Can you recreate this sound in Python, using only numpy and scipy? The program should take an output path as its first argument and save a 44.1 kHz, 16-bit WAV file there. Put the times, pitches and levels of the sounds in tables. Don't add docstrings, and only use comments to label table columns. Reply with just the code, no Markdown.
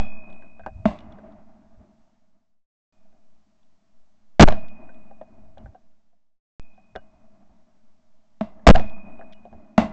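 import sys
import numpy as np
from scipy import signal
from scipy.fft import rfft, irfft
from scipy.io import wavfile

SR = 44100
rng = np.random.default_rng(int(sys.argv[2]) if len(sys.argv) > 2 else 0)


def master(y):
    cut = np.clip(np.atleast_2d(y).T, -1, 1)
    pcm = np.round(cut * 32767)
    wavfile.write(sys.argv[1], SR, pcm.astype(np.int16))


N = 437472
TIME = np.arange(N) / SR


def from_db(db):
    return 10 ** (np.asarray(db) / 20)


def unit_rms(x):
    return x / np.sqrt(np.mean(x ** 2) + 1e-20)


def add(out, start, sound):
    at = round(start * SR)
    first, last = max(at, 0), min(at + len(sound), N)
    if last > first:
        out[first:last] += sound[first - at:last - at]


def decay(t, t60):
    return np.exp(-np.log(1000) * t / t60)


def bursts(rows, rise):
    out = np.zeros(N)
    for start, db, t60 in rows:
        t = TIME[:int(2 * t60 * SR)]
        add(out, start, from_db(db) * (1 - np.exp(-t / rise)) * decay(t, t60))
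    return out


def dull(x, hz):
    return signal.sosfilt(signal.butter(2, hz, fs=SR, output="sos"), x + 1e-18)


def resonance(x, hz, width):
    radius = np.exp(-np.pi * width / SR)
    feedback = [1, -2 * radius * np.cos(2 * np.pi * hz / SR), radius ** 2]
    return signal.lfilter(np.array([1, 0, -1]) * (1 - radius ** 2) / 2, feedback, x + 1e-18)


# frequency in Hz, relative level in dB.
RUMBLE = [(12, -4.5), (30, 1), (55, 2), (120, -4), (200, -22.5), (500, -60)]
MIDRANGE = [(500, -9.5), (850, 7.5), (1200, 5), (1500, -3.5), (2100, -3), (3000, -19.5), (4500, -31),
            (7500, -44)]
CRACK = [(300, -7), (700, 0.5), (1300, -5.5), (2500, -12.5), (4200, -16.5), (5800, -26), (7000, -25),
         (8200, -43)]

def noise(spectrum):
    hz, db = np.transpose(spectrum)
    bins_hz = np.maximum(np.fft.rfftfreq(N, 1 / SR), 1)
    gain = from_db(np.interp(np.log(bins_hz), np.log(hz), db))
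    return unit_rms(irfft(rfft(rng.standard_normal(N)) * gain, N))


# pitch in Hz, width in Hz, gain in dB.
HOUSING_MODES = [(111, 28, -25.5), (213, 28, 14.5), (283, 19, -9.5), (632, 51, 6.5), (787, 37, -21.5),
                 (1213.7, 30, -25), (1970, 48, -30.5), (2750, 100, -35), (3520, 310, -47),
                 (5070, 3300, -44.5)]

def housing(x):
    return sum(from_db(db) * resonance(x, hz, width) for hz, width, db in HOUSING_MODES)


def boom(top_hz=3800):
    return unit_rms(dull(housing(rng.standard_normal(N)), top_hz))


# pitch in Hz, width in Hz, relative level in dB.
HOLLOW_MODES = [(654, 98, 0), (1140, 140, -8), (2020, 47, -11), (2750, 130, -19), (3520, 300, -27)]

def hollow():
    white = rng.standard_normal(N)
    return unit_rms(sum((-1) ** k * from_db(db) * resonance(white, hz, width)
                        for k, (hz, width, db) in enumerate(HOLLOW_MODES)))


# frequency in Hz, relative level in dB.
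HISS = [(200, 4.5), (1500, -2), (3000, -3), (6000, -2.5), (7500, -6.5), (9000, -11.5)]
# peak time in seconds, level in dB,
# half length in seconds.
SWINGS = [(.81, -39.5, 0.13), (1.105, -49.5, 0.061), (1.8, -47, 0.027), (5.484, -55.5, 0.17),
          (5.664, -43, 0.045), (6.967, -46.5, 0.028), (7.497, -63, 0.031), (9.55, -50, 0.048)]

def air(calm_db=-72, calm_mids_db=-85, breeze_db=-78, sway_db=-47, hiss_db=-79):
    calm = from_db(calm_db) * boom() + from_db(calm_mids_db) * noise(MIDRANGE)
    gusts = sum(from_db(db) * np.exp(-((TIME - peak) / half) ** 2) for peak, db, half in SWINGS)
    wind = (from_db(breeze_db) + gusts) * noise(RUMBLE)
    sway = from_db(sway_db) * noise([(1, 3), (4, -7), (10, -24), (30, -62.5), (100, -110)])
    return calm + wind + sway + from_db(hiss_db) * noise(HISS)


# start in seconds, level in dB, swell in seconds.
LINGERING_ROLLS = [(2.8, -64, 0.32), (6.4, -55.5, .2), (6.95, -54, 0.29)]

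def roll_envelope(t60, swell_s=.095):
    fresh = bursts([(start, db, t60) for start, *_, db in OWN_SHOTS + NEAR_SHOTS], rise=swell_s)
    return fresh + sum(bursts([(start, db, t60)], rise=swell) for start, db, swell in LINGERING_ROLLS)


# rate in Hz, relative depth in dB.
ROLL_FLUTTER = [(2, -8), (6, 0.5), (18, -3.5), (40, -30), (200, -87.5)]

def land_roll(low_t60=3.1, mids_t60=2.0, mids_top_hz=2400, flutter_db=1.5):
    mids = from_db(-18) * noise(MIDRANGE) + from_db(-8) * hollow()
    mids = dull(dull(mids, mids_top_hz), mids_top_hz)
    lows = boom(top_hz=1500) + from_db(-8) * noise(RUMBLE)
    roll = roll_envelope(low_t60) * lows + roll_envelope(mids_t60) * mids
    return roll * from_db(flutter_db * noise(ROLL_FLUTTER))


# start in seconds, level in dB.
FAR_SHOTS = [(1.099, -44.5), (1.226, -42.5), (1.787, -49.5), (2.34, -61.5), (3.028, -67.5), (3.12, -60),
             (5.578, -46), (9.508, -49.5)]
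# delay in seconds,
# level in dB relative to the roll, swell in seconds, t60 in seconds.
ECHOES = [(0.383, 7.5, 0.044, 0.4), (.543, -1.5, 0.015, 0.23), (.85, -1.5, 0.11, 1.1)]

def far_thuds(shot_t60=.43, mids_db=-20):
    envelope = bursts([(start, db, shot_t60) for start, db in FAR_SHOTS], rise=.011)
    for delay, echo_db, swell, t60 in ECHOES:
        envelope += bursts([(start + delay, db + echo_db, t60) for start, *_, db in OWN_SHOTS], swell)
    body = unit_rms(resonance(boom(), hz=380, width=340))
    return envelope * (body + from_db(mids_db) * noise(MIDRANGE))


# start in seconds, level in dB before the trim.
CLICKS = [(0.2997, -48), (0.3267, -45), (0.9876, -37.5), (1.0044, -43), (1.122, -45.5), (1.321, -55),
          (3.63, -59.5), (4.6828, -41), (4.944, -58), (5.58, -43), (6.625, -57), (6.742, -64), (6.959, -30),
          (8.8964, -43), (9.3235, -39), (9.331, -38.5)]

def clicks(trim_db=-4, t60=.017, ring_hz=2900, ring_db=-26.5, ring_t60=.17):
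    steel = noise([(900, -29), (2000, -6), (2800, -10.5), (3450, .5),
                   (4500, -18), (5500, -17.5), (7200, -27.5), (8500, -50)])
    chink = bursts([(start, db + trim_db, t60) for start, db in CLICKS], rise=.0012)
    ring = bursts([(start, db + ring_db, ring_t60) for start, db in CLICKS], rise=.0008)
    return chink * steel + ring * np.sin(2 * np.pi * ring_hz * TIME)


# start in seconds, relative level in dB, clink boost in dB.
HAND_KNOCKS = [(0.423, -43, 19), (0.595, -36, 13), (0.636, -48, 24), (0.663, -20, 9.5), (1.186, -40.5, 5),
               (3.055, -64, 8), (3.128, -61, 12), (4.892, -42.5, 12.5), (5.11, -38, 4), (5.213, -27.5, -7),
               (5.573, -39.5, 10), (5.659, -44, 19), (5.748, -41, 4.5), (6.13, -57.5, 0), (6.778, -50, 5.5),
               (6.954, -28, 8.5), (6.96, -28.5, 13.5), (7.493, -50.5, -1), (8.594, -49, 17),
               (9.193, -33, 0), (9.212, -38, 17), (9.453, -36.5, 4), (9.528, -40.5, 2)]

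def hand_blows(grit_db=-11, t60=.032):
    return [(start, db, clink_db, grit_db, t60) for start, db, clink_db in HAND_KNOCKS]


def housing_thumps(trim_db=-17, t60=.089):
    envelope = bursts([(start, db + trim_db, t60) for start, db, _ in HAND_KNOCKS], rise=.0029)
    return envelope * unit_rms(resonance(boom(), hz=160, width=300))


# seconds from the
# microphone's release, relative level in dB, grit boost in dB.
ACTION_CYCLE = [(-.005, -22.5, 21), (0, -7, 7.5), (.007, -16.5, 27.5), (.028, -29.5, 24.5),
                (.045, -18.5, 16.5)]

def action_blows(clink_db=2.5, t60=.021):
    return [(start + blocked + delay, db, clink_db, grit_db, t60)
            for start, _, blocked, *_ in OWN_SHOTS for delay, db, grit_db in ACTION_CYCLE]


# pitch in Hz, relative level in dB, multiple of the blow's t60.
GUN_MODES = [(404, -6.5, 1.1), (553, 4.5, .9), (659.5, 1, 1.9), (753.6, 1, 2), (943, -14, .9),
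             (1144.8, -16, 1), (1200, -16, 0.37), (1580, -8, 0.75), (1585, -9.5, 0.51), (1850, -22, .6),
             (2090, -20, 0.18), (2850, -13, 0.28), (3730, -23, .4)]

def gun_knocks(blows, trim_db=-7, centre_hz=760, clink_hz=1460, clink_octaves=.36, spread_db=.5,
               detune=.017, chatter=.28, chatter_per_s=2500, grit_trim_db=-17, grit_t60=.012):
    out, t = np.zeros(N), TIME[:SR // 5]
    hz, mode_db, t60_scale = np.transpose(GUN_MODES)[:, :, None]
    colour_db = mode_db - 4 * np.abs(np.log2(hz / centre_hz))
    steel_band = np.exp(-(np.log2(hz / clink_hz) / clink_octaves) ** 2)
    for start, db, clink_db, _, t60 in blows:
        strength = from_db(colour_db + clink_db * steel_band + spread_db * rng.standard_normal(hz.shape))
        pitch = hz * (1 + detune * rng.standard_normal(hz.shape))
        modes = strength * np.sin(2 * np.pi * (pitch * t + rng.random(hz.shape)))
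        ringing = (modes * decay(t, t60 * t60_scale)).sum(axis=0) * (1 - np.exp(-t / .00017))
        touches = chatter * rng.standard_normal(len(t)) * decay(t, t60=.068)
        touches *= rng.random(len(t)) < chatter_per_s / SR
        touches[0] = 1
        add(out, start, from_db(db + trim_db) * signal.fftconvolve(touches, ringing))
    grit = [(start, db + grit_db + grit_trim_db, grit_t60) for start, db, _, grit_db, _ in blows]
    return out + bursts(grit, rise=.0012) * noise(CRACK)


# start in seconds, pulse in dB ahead of the housing, ground bounce lag in
# seconds, crack in dB, tail in dB, tail t60 in seconds, roll in dB.
NEAR_SHOTS = [(0.8561, 26, .0045, -30, -26.5, 0.34, -43.5), (8.411, 17.5, .0045, -36.5, -37, 0.3, -50),
              (9.78, 32, 0.001424, -21, -14, 0.23, -33.5)]

def near_shots(crack_t60=.022, bounce_db=-6, pulse_top_hz=1900):
    pulses = np.zeros(N)
    for start, db, bounce_lag, *_ in NEAR_SHOTS:
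        add(pulses, start, -from_db([db]))
        add(pulses, start + bounce_lag, -from_db([db + bounce_db]))
    crack = bursts([(start - .002, db, crack_t60) for start, _, _, db, *_ in NEAR_SHOTS], rise=.00077)
    tail = bursts([(start, db, t60) for start, *_, db, t60, _ in NEAR_SHOTS], rise=.006)
    snap = noise(CRACK) + from_db(-4) * noise(MIDRANGE) + from_db(6) * hollow()
    scatter = boom() + from_db(-5) * hollow() + from_db(-26) * noise(CRACK) + from_db(-8) * noise(RUMBLE)
    return housing(dull(pulses, pulse_top_hz)) + crack * snap + tail * scatter


# start in seconds, level in dB, lower and upper mode in relative dB.
BARREL_RINGS = [(0, -44.5, -12.5, -1.5), (2.925, -82, -11, -9.5), (4.46, -49.5, -5, -9),
                (6.598, -64.5, -5, -2.5), (8.76, -47.5, -3, -6)]
# pitch in Hz, level in dB relative to a ring at fresh_db, t60 in seconds.
BARREL_OVERTONES = [(3370, -7, .35), (3220, -14.5, .3), (5140, -22.5, .5)]

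def barrel_ring(main_hz=2482, lower_hz=2466, upper_hz=2540, ring_t60=1.88, fresh_db=-43):
    out, t = np.zeros(N), TIME[:3 * SR]
    for start, db, lower_db, upper_db in BARREL_RINGS:
        modes = [(main_hz, 0, ring_t60), (lower_hz, lower_db, ring_t60), (upper_hz, upper_db, ring_t60)]
        modes += [(hz, level + db - fresh_db, t60) for hz, level, t60 in BARREL_OVERTONES]
        for hz, level, t60 in modes:
            add(out, start, from_db(db + level) * np.sin(2 * np.pi * hz * t) * decay(t, t60))
    return out


# frequency in Hz, relative level in dB.
BLAST = [(40, -4.5), (100, -2.5), (190, 0.5), (300, -10), (660, -15), (1200, -29), (3000, -43), (8000, -57)]
# seconds from its release, offset with full scale as 1.
MIC_RECOVERY = [(-.085, 0), (-.078, -.6), (-.05, -1.5), (-.035, -1.2), (-.018, -.68), (-.005, -.55),
                (.004, .2), (.024, .42), (.06, .24), (.095, .09), (.19, .07), (.37, -.03), (.8, 0)]
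# start in seconds, blast in dB
# before overload, seconds until the blocked microphone releases, tail in dB, roll in dB.
OWN_SHOTS = [(-.125, 14, 0.071, -24.5, -44), (4.3959, 12.5, 0.082, -22.5, -44),
             (8.6679, 9.5, 0.083, -22, -43.5)]

def own_shots(shake_s=.042, howl_hz=680, howl_db=7, whip_hz=54, rattle_db=-2, rattle_per_s=260,
              tail_t60=.33, spray_db=-13, spray_t60=.1):
    out, shake, t = np.zeros(N), np.zeros(N), TIME[:SR]
    recoil_times = [0, .007, shake_s * .8, shake_s, shake_s + .004, shake_s + .03]
    recoil = np.interp(t, recoil_times, [.05, 1, .85, .5, .04, 0])
    howl = from_db(howl_db) * np.sin(2 * np.pi * howl_hz * t) * decay(t, t60=.081)
    whip = -np.sin(2 * np.pi * whip_hz * np.maximum(t - .007, 0))
    for start, db, blocked, *_ in OWN_SHOTS:
        offset = np.interp(t - blocked, *np.transpose(MIC_RECOVERY))
        add(out, start, howl + from_db(db) * recoil * whip + offset)
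        add(shake, start, from_db(db) * recoil)
    contacts = rng.random(N) < rattle_per_s / SR
    rattle = signal.lfilter([1], [1, -np.exp(-1 / (.00083 * SR))], contacts + 1e-18)
    out += shake * (noise(BLAST) + from_db(rattle_db) * rattle * noise(CRACK))
    releases = [(start + blocked, db) for start, _, blocked, db, _ in OWN_SHOTS]
    tail = bursts([(start, db, tail_t60) for start, db in releases], rise=.0065)
    spray = bursts([(start, db + spray_db, spray_t60) for start, db in releases], rise=.0018)
    return out + tail * (boom() + noise(RUMBLE)) + spray * noise(CRACK)


def scene():
    shots = own_shots() + near_shots() + barrel_ring()
    handling = gun_knocks(action_blows() + hand_blows()) + housing_thumps() + clicks()
    country = land_roll() + far_thuds() + air()
    return (shots + handling + country)[None]


# cut-in, fade start and fade end in seconds.
FADES = [(-1, 2.05, 2.66), (2.925, 5.75, 6.4), (6.597, 11, 12)]

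def record(dry, rail=.66, pop_height=.034, cutoff_hz=8400):
    overloaded = np.clip(dry, -rail, rail)
    overloaded += .02 * np.tanh((dry - overloaded) / 2)
    add(overloaded[0], FADES[-1][0], pop_height * decay(TIME[:SR], t60=.7))
    fader = sum((TIME >= start) * np.interp(TIME, [fade, end], [1, 0]) for start, fade, end in FADES)
    lowpass = signal.butter(12, cutoff_hz, fs=SR, output="sos")
    filtered = signal.sosfilt(lowpass, overloaded * fader)
    return signal.sosfiltfilt(lowpass, np.clip(filtered, -.8, .8))


dry = scene()
out = record(dry)
master(out)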